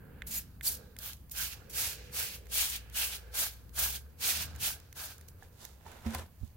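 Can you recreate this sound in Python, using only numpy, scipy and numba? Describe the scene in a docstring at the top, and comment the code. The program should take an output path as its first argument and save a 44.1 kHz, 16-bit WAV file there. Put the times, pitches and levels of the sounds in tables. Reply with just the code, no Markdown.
"""Trigger sprayer over foil

Outdoors, a hand pumps a plastic sprayer thirteen times over a roast on foil. At each squeeze the trigger
ticks, a turbulent jet hisses, mist patters on the foil and liquid gurgles in the pump head. A distant
engine drones; at the end a sleeve rustles, the bottle taps the hand and bumps ring a hollow table."""
import sys
import numpy as np
from scipy import signal
from scipy.fft import rfft, irfft
from scipy.io import wavfile
from scipy.ndimage import uniform_filter1d, map_coordinates
from numba import njit

SR = 44100
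rng = np.random.default_rng(int(sys.argv[2]) if len(sys.argv) > 2 else 0)


def digitize_waveform(pressure):
    """Quantize a signal to 16-bit integers and store it at the path in sys.argv[1].

    Rows of a 2-D input are taken as channels; values are limited to [-1, 1].
    """
    field = np.atleast_2d(pressure).T
    bounded = np.clip(field, -1, 1)
    quanta = np.round(bounded * 32767).astype(np.int16)
    wavfile.write(sys.argv[1], SR, quanta)


N = 289365
T = np.arange(N) / SR
F = np.maximum(np.arange(N // 2 + 1) * SR / N, 1)


def undb(db):
    """Amplitude ratio of a level in decibels."""
    return 10 ** (np.asarray(db, float) / 20)


def along(points):
    """Interpolation of (f/Hz, value) points over logarithmic frequency."""
    hz, value = np.transpose(points)
    return np.interp(np.log(F), np.log(hz), value)


def columns(rows):
    """Linear interpolation of (t/s, values...) rows at every sample."""
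    s, *curves = np.transpose(rows)
    return [np.interp(T, s, curve) for curve in curves]


def flutter(rate_hz):
    """Low-pass random modulation: held values smoothed twice, deviation near 1."""
    hold = int(SR / rate_hz)
    held = np.repeat(rng.standard_normal(N // 20 + 1)[:N // hold + 1], hold)
    return 1.3 * uniform_filter1d(uniform_filter1d(held, hold), hold)[:N]


# Coherence of the two microphone ports: f/Hz, coherence (0-1)
COHERENCE = [(30, 0.94), (70, 1), (200, 0.93), (600, 0.37), (1500, 0.51), (2200, 0.23), (3500, 0),
             (5000, 0), (12500, 0.05), (14500, 0.5)]


def noise(gain, grain_db=0., grain_hz=2000.):
    """Partly coherent two-port noise of rms 1, shaped by gain; grain_db makes it a swarm of grains."""
    hold = int(SR / grain_hz)
    grains = np.repeat(rng.exponential(size=N // 2 + 1)[:N // hold + 1], hold)[:N]
    mid, side = rfft(undb(grain_db * grains) * rng.standard_normal((2, N)))
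    coherence = along(COHERENCE)
    mid, side = mid * np.sqrt(1 + coherence), side * np.sqrt(1 - coherence)
    out = irfft(gain * np.array([mid + side, mid - side]), N)
    return out / np.sqrt(np.mean(out ** 2))


def band(hz, width_hz):
    """Lorentzian spectral gain: a resonance applied twice."""
    return 1 / (1 + (2 * (F - hz) / width_hz) ** 2)


@njit
def resonator(x, hz, width_hz):
    """State-variable band-pass with unit gain at its moving centre frequency."""
    y, band_state, low_state = np.empty(len(x)), 0., 0.
    for i in range(len(x)):
        g, damping = np.tan(np.pi * hz[i] / SR), width_hz / hz[i]
        v = (band_state + g * (x[i] - low_state)) / (1 + g * (g + damping))
        band_state, low_state = 2 * v - band_state, low_state + 2 * g * v
        y[i] = damping * v
    return y


def ring(modes, t, upper_db=0.):
    """Free vibration: damped modes of random strength, all but the first shifted by upper_db."""
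    strength = undb(0.82 * rng.standard_normal(len(modes)))
    return sum(undb(db + upper_db * (k > 0)) * strength[k] * np.sin(2 * np.pi * hz * t)
               * 1000. ** (-t / t60) for k, (hz, db, t60) in enumerate(modes))


def swell(s, db, rise_db_s, fall_db_s):
    """Exponential growth to level db at time s, then exponential decay."""
    return undb(db - np.where(T < s, rise_db_s * (s - T), fall_db_s * (T - s)))


def pan(db):
    """Gains for a balance db, the left level minus the right."""
    return undb(np.vstack([db, -db]) / 2)


def delay(x, ms):
    """Propagation delay, interpolated between samples."""
    return map_coordinates(x, [(T - ms / 1000) * SR], order=3, mode="nearest")


def add(out, s, sound):
    """Superposition of a short sound at time s."""
    i = int(s * SR)
    out[:, i:i + sound.shape[1]] += sound[:, :N - i]


# Distant engine: t/s, f/Hz, drone level/dB, rumble level/dB
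ENGINE = [(0.0, 58.6, -78, -50.5), (0.25, 55.9, -57, -49.5), (1.02, 55.1, -69, -52),
          (1.41, 54.9, -50, -54.5), (1.6, 58, -56, -53), (2.19, 56.9, -60, -51), (2.5, 59.5, -51, -54),
          (3.45, 59.23, -51.5, -55.5), (3.8, 58.5, -49.5, -51), (4.18, 77.4, -53, -55.5),
          (4.58, 79.7, -46, -48.5), (4.9, 79.46, -62.5, -54), (5.61, 87, -61, -53.5),
          (5.99, 85.4, -63, -58), (6.17, 82.1, -51, -46.5), (6.3, 86.8, -60, -55.5),
          (6.56, 84.6, -57, -54.5)]
# Rumble spectrum: f/Hz, relative level/dB
RUMBLE_SPECTRUM = [(13, -38), (22, 3), (37, -8.5), (65, 9.5), (146, -2), (241, -10.5), (300, -12.5),
                   (411, -17.5), (450, -19), (500, -15.5), (650, -41), (1100, -120)]


def engine():
    """A tone modulated in frequency and amplitude wavers over low rumbling noise."""
    hz, drone_db, rumble_db = columns(ENGINE)
    phase = 2 * np.pi * np.cumsum(hz * (1 + 0.016 * flutter(12))) / SR
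    lead_rad = np.array([[-.3], [.3]])  # the tone reaches the right port first
    drone = np.sqrt(2) * np.sin(phase + lead_rad) * undb(drone_db + 1.5 * flutter(12))
    return drone + noise(undb(along(RUMBLE_SPECTRUM))) * undb(rumble_db + 1.5 * flutter(8))


# Distant sounds: t/s, traffic level/dB, hum level/dB, hiss level/dB
DISTANT_LEVELS = [(0, -56.5, -60.5, -76), (.25, -54.5, -62, -68), (.5, -58, -77, -85),
                  (.8, -60, -56.5, -87), (1.25, -69, -80, -81), (1.7, -70, -58, -70), (2.1, -77, -58, -63),
                  (2.5, -72, -59.5, -72), (2.9, -65, -68.5, -64), (3.3, -79, -60.5, -69),
                  (3.6, -85, -70, -85), (4.4, -56, -64, -77), (5, -75.5, -69, -86), (5.5, -78, -69, -81),
                  (6.56, -67, -83, -80)]
# Open-air spectrum: f/Hz, relative level/dB
AIR_SPECTRUM = [(180, -34), (300, -3), (494, -21), (584, 0.5), (1210, -6), (3080, -18), (3400, -24),
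                (4910, -15), (5160, -26), (16000, -11)]


def garden():
    """Ambient noise: bands of traffic, hum, hiss and whine come and go over a broadband floor."""
    traffic_db, hum_db, hiss_db = columns(DISTANT_LEVELS)
    hum = noise(band(hz=471, width_hz=150)) * undb(hum_db)
    hiss = noise(band(hz=2300, width_hz=1700)) * undb(hiss_db)
    traffic = noise(band(hz=193, width_hz=130)) * undb(traffic_db)
    whine = noise(band(hz=1700, width_hz=90)) * undb(hiss_db - 6.5)
    air = noise(undb(along(AIR_SPECTRUM))) * undb(-68 + 0.31 * flutter(2.12))
    return hum + hiss + traffic + whine + air


# Pump strokes: peak t/s, hiss level/dB, rise/s, fall/s, trail after peak/s, trail level/dB, patter re hiss/dB,
# gurgle re hiss/dB, settling mist level/dB, murmur level/dB until the next stroke, sizzle gain/dB, balance/dB,
# f/Hz of the hollow under the nozzle, its gain/dB, left port delay/ms
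PUMP_STROKES = [(.345, -40.5, .065, 0.11, 0.041, -48, -9.5, -18, -66.5, -70, -5, 1, 2160, -9, 0.022),
                (0.678, -34, 0.062, 0.1, 0.078, -47.5, -18, -20, -64.5, -62.5, -9, 0, 4500, -12, 0.031),
                (1.07, -47, .1, 0.11, .065, -69, -7, -9, -73, -92, -7, -1, 3370, 7.5, 0.068),
                (1.412, -38, 0.086, .13, .12, -49, -5.5, -15.5, -61, -60.5, -14, -1.5, 2900, 0, 0.071),
                (1.814, -34.5, 0.11, 0.16, 0.12, -47, -6, -15, -52, -61.5, -10, -0.5, 2800, -11, 0.032),
                (2.196, -36.5, 0.088, .16, 0.16, -49, -6, -13.5, -66, -73, -9, 0.5, 2702, -2, -0.036),
                (2.6, -32, .11, 0.15, 0.16, -42.5, -5, -16, -63, -62, -20, 2, 2960, 0, -0.13),
                (3.02, -34.5, .1, 0.11, 0.14, -45, -5, -13, -61, -59, -12, 1.5, 3001, 6.5, -0.12),
                (3.417, -33.5, 0.1, 0.11, 0.12, -58.5, -4, -13.5, -65.5, -66.5, -8, 1.5, 3250, -13, -0.11),
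                (3.832, -33, 0.099, .11, 0.13, -43, -7, -11, -67, -67, -8, 1, 3300, -0.5, 0.055),
                (4.281, -33, 0.099, 0.12, 0.15, -39, -4, -16.5, -53.5, -53.5, -14, 0.5, 2880, -14, .02),
                (4.663, -34.5, .082, .12, 0.055, -53, -6, -13, -60.5, -62.5, -14, 0.5, 3098, 3, 0.03),
                (5.004, -46, 0.064, 0.18, 0.12, -57, -2, -3.5, -64.5, -65, -5, 1.5, 3000, -20, 0.036)]
# Dry spits of air as the valve cracks open: t/s, level/dB
AIR_SPITS = [(0.27, -41.5), (.31, -43), (.632, -47), (.99, -50.5), (1.314, -43.5), (1.698, -48.5),
             (2.042, -66), (5.282, -58.5)]


def pump_envelopes():
    """Incoherent powers add: pressure hump, weak trail and decay set hiss, patter and gurgle gains."""
    power = np.zeros((3, N))
    power[2] = undb(-63) ** 2 * (T < PUMP_STROKES[0][0])  # a faint murmur near 1.6 kHz before the first stroke
    ends = [row[0] for row in PUMP_STROKES[1:]] + [T[-1]]
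    follow = np.vstack([1, 0.939, 0.79])  # share of a pressure drop that each layer follows
    wet_db = np.vstack([0, 4, -0.5])  # the trail is wetter
    firm_db_s, stop_db_s = 21, 450  # the trail firms up as the trigger bottoms out, then the valve shuts
    leak_db, linger_db_s = -65.5, np.vstack([107, 70, 30])  # leak, mist and murmur die away
    for stroke, end in zip(PUMP_STROKES, ends):
        s, db, rise, fall, trail, trail_db, patter_db, gurgle_db, mist_db, murmur_db = stroke[:10]
        span = slice(int((s - 2 * rise) * SR), int(end * SR))
        t = T[span] - s
        drop_db = 32 * np.where(t < 0, np.abs(t / rise) ** 2.8, np.abs(t / fall) ** 1.87)
        drop_db += 3.5 * np.clip((-0.75 * rise - t) / 0.0044, 0, 1)  # until the valve pops fully open
        layer_db = np.vstack([0, patter_db, gurgle_db])
        shut_s = np.maximum(t - trail, 0)
        eased_db = trail_db - firm_db_s * np.maximum(trail - t, 0) - stop_db_s * shut_s
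        linger_db = np.vstack([leak_db, mist_db, murmur_db]) - linger_db_s * shut_s
        power[:, span] += undb(db + layer_db - follow * drop_db) ** 2
        power[:, span] += (t > 0) * (undb(eased_db + layer_db + wet_db) ** 2 + undb(linger_db) ** 2)
    power[0] += sum(swell(s, db, rise_db_s=4000, fall_db_s=356) ** 2 for s, db in AIR_SPITS)
    return np.sqrt(power)


# Nozzle jet spectrum: f/Hz, relative level/dB
JET_SPECTRUM = [(1500, -15), (3500, -5.5), (6000, -1.5), (9000, -0.5), (12500, -1), (16000, -2.5)]
# Spectrum of drops on foil: f/Hz, relative level/dB
FOIL_SPECTRUM = [(500, -14), (1200, -11), (1900, -3), (2400, 0.5), (3000, -3), (4500, -0.5), (7000, -7.5),
                 (12000, -19)]
# Pump head cavities: f/Hz, bandwidth/Hz, relative level/dB
HEAD_CAVITIES = [(517, 150, -26), (770, 590, -4), (1394, 550, -3.5), (1607, 190, 0.5), (4200, 200, -21)]


def sprayer():
    """Jet turbulence, drop impacts on foil and cavity resonance of the pump head as liquid is forced in."""
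    hiss, patter, gurgle = pump_envelopes()
    aim = [(row[0], *row[10:]) for row in PUMP_STROKES]
    sizzle_db, pan_db, hollow_hz, hollow_db, late_ms = columns(aim)
    jet = noise(undb(along(JET_SPECTRUM)), grain_db=1.5, grain_hz=3000) * undb(1.2 * flutter(90))
    # the top of the hiss is stronger when the nozzle faces the listener
    sizzle = signal.sosfilt(signal.butter(2, 11200, "high", fs=SR, output="sos"), jet)
    jet += undb(sizzle_db) * sizzle
    drops = noise(undb(along(FOIL_SPECTRUM)), grain_db=1, grain_hz=1500)
    # the gap under the nozzle rings and shifts as the hand shakes
    gap_hz = hollow_hz * (1 + .04 * flutter(25))
    drops += undb(hollow_db) * np.array([resonator(side, gap_hz, width_hz=580.) for side in drops])
    # the wet spot moves, so the left port hears it early or late
    shared = 0.1  # part of the hiss common to both ports
    jet[0] = np.sqrt(1 - shared) * jet[0] + np.sqrt(shared) * delay(jet[1], late_ms)
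    drops[0] = delay(drops[0], late_ms)
    drops *= undb(1.16 * flutter(60))
    # the foil reflects the hiss one period of the gap later
    jet += undb(-18) * np.array([delay(side, 1000 / gap_hz) for side in jet])
    cavities = np.sqrt(sum((undb(db) * band(hz, width)) ** 2 for hz, width, db in HEAD_CAVITIES))
    head = noise(cavities, grain_db=2, grain_hz=360) * undb(1.05 * flutter(29.86))
    return (jet * hiss + drops * patter + head * gurgle) * pan(pan_db)


# Trigger and hinge ticks: t/s, level/dB, relative treble/dB, balance/dB
TRIGGER_TICKS = [(0.22, -22.5, -21, -5), (0.61, -25.5, -16, -2.5), (0.965, -32, -9.5, -2),
                 (0.987, -25, -4.5, -1.5), (1.076, -33, -3, -2), (1.132, -36, 4.5, 2), (1.168, -43, -4, 0),
                 (1.296, -39.5, -6, -6), (1.702, -40, -7, -14), (2.456, -45, -8, -11),
                 (2.468, -40.5, -7.5, -14), (2.898, -38, -7, -9), (3.693, -49, -4.5, -16),
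                 (4.551, -38, -8.5, -7), (4.561, -34, -6.5, -8), (4.8, -40.5, -1, -1),
                 (4.927, -32, -7, -2.5), (5.181, -41, -2, -3.5), (5.211, -37, -7, -5),
                 (5.285, -38.5, -1.5, -4), (5.651, -26.5, -5.5, -6), (6.148, -19, -8, 1)]
# Trigger modes: f/Hz, relative level/dB, T60/s
TRIGGER_MODES = [(1820, -7.5, 0.012), (2080, -4, 0.008), (3490, -3.5, 0.0037), (1794, -25.5, 0.063)]


def trigger_ticks():
    """Impact excitation: plastic parts knock and bounce once, ringing their modes under a bright crack."""
    out, t = np.zeros((2, N)), T[:1500]
    highpass = signal.butter(2, 3000, "high", fs=SR, output="sos")
    attack = 1 - np.exp(-(t / 0.00073) ** 2)
    for s, db, treble_db, pan_db in TRIGGER_TICKS:
        body = np.sqrt(max(1 - undb(treble_db + 6.5) ** 2, 0.02))  # what the crack leaves to the modes
        for late_s, bounce_db in ((0, 0.5), (.002, -6)):
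            crack = signal.sosfilt(highpass, rng.standard_normal((2, len(t)))) * np.exp(-t / 0.001)
            knock = 1.1 * body * ring(TRIGGER_MODES, t) + 1.28 * undb(treble_db) * crack
            add(out, s + late_s, knock * attack * undb(db + bounce_db) * pan(pan_db))
    return out


# Nozzle wheezes: t/s, Gaussian deviation/s, f/Hz, bandwidth/Hz, level/dB
NOZZLE_WHEEZES = [(0.272, 0.0042, 12100, 900, -57), (0.322, 0.008, 7060, 600, -50),
                  (0.38, 0.0061, 11000, 1200, -46), (0.378, 0.013, 12700, 1000, -41),
                  (0.379, 0.008, 7000, 500, -45), (0.676, 0.0064, 4560, 240.7, -33),
                  (0.68, 0.01, 12700, 1200, -37), (0.683, 0.014, 10400, 800, -39.5),
                  (1.078, .02, 14500, 1500, -52), (1.319, 0.0025, 12960, 5556, -43),
                  (1.406, 0.032, 1570, 250, -47.5)]


def nozzle_wheezes():
    """Narrow-band resonance: air trapped in the nozzle sings briefly during the first strokes."""
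    return sum(noise(band(hz, width)) * undb(db) * np.exp(-.5 * ((T - s) / length) ** 2)
               for s, length, hz, width, db in NOZZLE_WHEEZES)


# Cloth spectrum: f/Hz, relative level/dB
CLOTH_SPECTRUM = [(150, -16), (250, 2), (301, -14), (346, -2.5), (994, -1.5), (1130, -9), (1360, -5.5),
                  (4000, -18.5), (5200, -49), (8800, -120)]
# Sleeve and hand movements: peak t/s, level/dB, rise/(dB/s), fall/(dB/s), relative treble/dB, balance/dB
SLEEVE_MOVES = [(5.435, -58.5, 232, 270, -6.5, 0), (5.63, -55.5, 218, 137, 0, -2.5),
                (5.876, -56, 308, 90, -9.5, 0), (5.96, -58.5, 98, 90, -11, -3),
                (6.064, -45, 1200, 220, -12, -4.5), (6.11, -52, 203, 197, -8.5, 5),
                (6.148, -41.5, 900, 247, -7.5, 4.5), (6.2, -53, 200, 330, -11.5, 2),
                (6.468, -77, 82, 133, 6, -6)]


def sleeve_rustle():
    """Friction noise: cloth drags in uneven grains."""
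    low = noise(undb(along(CLOTH_SPECTRUM)), grain_db=1.6, grain_hz=210)
    treble_shape = np.minimum(F / 3500, 1) ** 3 / (1 + (F / 9000) ** 2)
    high = noise(treble_shape, grain_db=1.93, grain_hz=790)
    out = sum((low + high * undb(treble_db)) * swell(s, db, rise, fall) * pan(pan_db)
              for s, db, rise, fall, treble_db, pan_db in SLEEVE_MOVES)
    return out * undb(1.3 * flutter(50))


# Taps of the bottle against the hand: t/s, level/dB, f/Hz, T60/s, balance/dB
BOTTLE_TAPS = [(5.424, -46.5, 1707, 0.039, -6), (5.424, -49, 776, 0.035, -4), (5.864, -37, 900, 0.036, -2),
               (6.147, -33, 754, 0.057, 6), (6.15, -36, 1020, 0.08, -3)]


def bottle_taps():
    """Damped oscillation: each tap rings one mode of the hollow bottle."""
    out, t = np.zeros((2, N)), T[:4000]
    attack = np.minimum(t / 0.00077, 1)
    for s, db, hz, t60, pan_db in BOTTLE_TAPS:
        add(out, s, ring([(hz, db, t60)], t) * attack * pan(pan_db))
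    return out


# Bumps: t/s, level/dB, push time/s, upper mode gain/dB, share of T60 left by the hand (0-1), balance/dB
TABLE_BUMPS = [(6.059, -32, 0.004, 7, 0.99, -3), (6.076, -46, 0.0067, 0, 0.8, -6),
               (6.15, -36.5, 0.0066, 0.5, 0.7, 2), (6.2, -43, 0.0091, -9, 0.76, -10),
               (6.411, -35.5, 0.0072, -28, 0.38, -15), (6.43, -32.5, 0.0033, -9, 0.29, -18.5)]
# Modes of the hollow table: f/Hz, relative level/dB, T60/s
TABLE_MODES = [(77.3, 4, 0.25), (225, -0.5, 0.27), (344, -12, 0.1), (525, -20, 0.11), (727, -21, .15)]


def table_bumps():
    """Modal damping: soft pushes ring the hollow table, and a resting hand shortens the decay."""
    out, t = np.zeros((2, N)), T[:20000]
    for s, db, push_s, upper_db, free, pan_db in TABLE_BUMPS:
        modes = [(hz, mode_db, t60 * free) for hz, mode_db, t60 in TABLE_MODES]
        body = ring(modes, t, upper_db) * (1 - np.exp(-t / push_s))
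        add(out, s, body * undb(db) * pan(pan_db))
    return out


def scene():
    """Linear superposition of all sources at the microphone."""
    handheld = sprayer() + nozzle_wheezes() + trigger_ticks() + bottle_taps()
    return handheld + sleeve_rustle() + table_bumps() + engine() + garden()


# Left port response: f/Hz, gain/dB
LEFT_RESPONSE = [(100, -0.5), (300, -6.5), (1500, -4), (5000, 0.5), (7000, -1), (9000, 5), (12500, 5),
                 (15500, 0)]
# Right port response: f/Hz, gain/dB
RIGHT_RESPONSE = [(100, -1.5), (1500, 1), (5000, 3), (7000, 6), (9000, -0.5), (12000, 6.5), (15000, 4.5)]


def record(dry):
    """Acoustic shadowing: the housing colours each port in its own way; a low-pass cuts the top."""
    ports = irfft(rfft(dry) * undb([along(LEFT_RESPONSE), along(RIGHT_RESPONSE)]), N)
    return signal.sosfilt(signal.ellip(10, .2, 70, 15900, fs=SR, output="sos"), ports)


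dry = scene()
out = record(dry)
digitize_waveform(out)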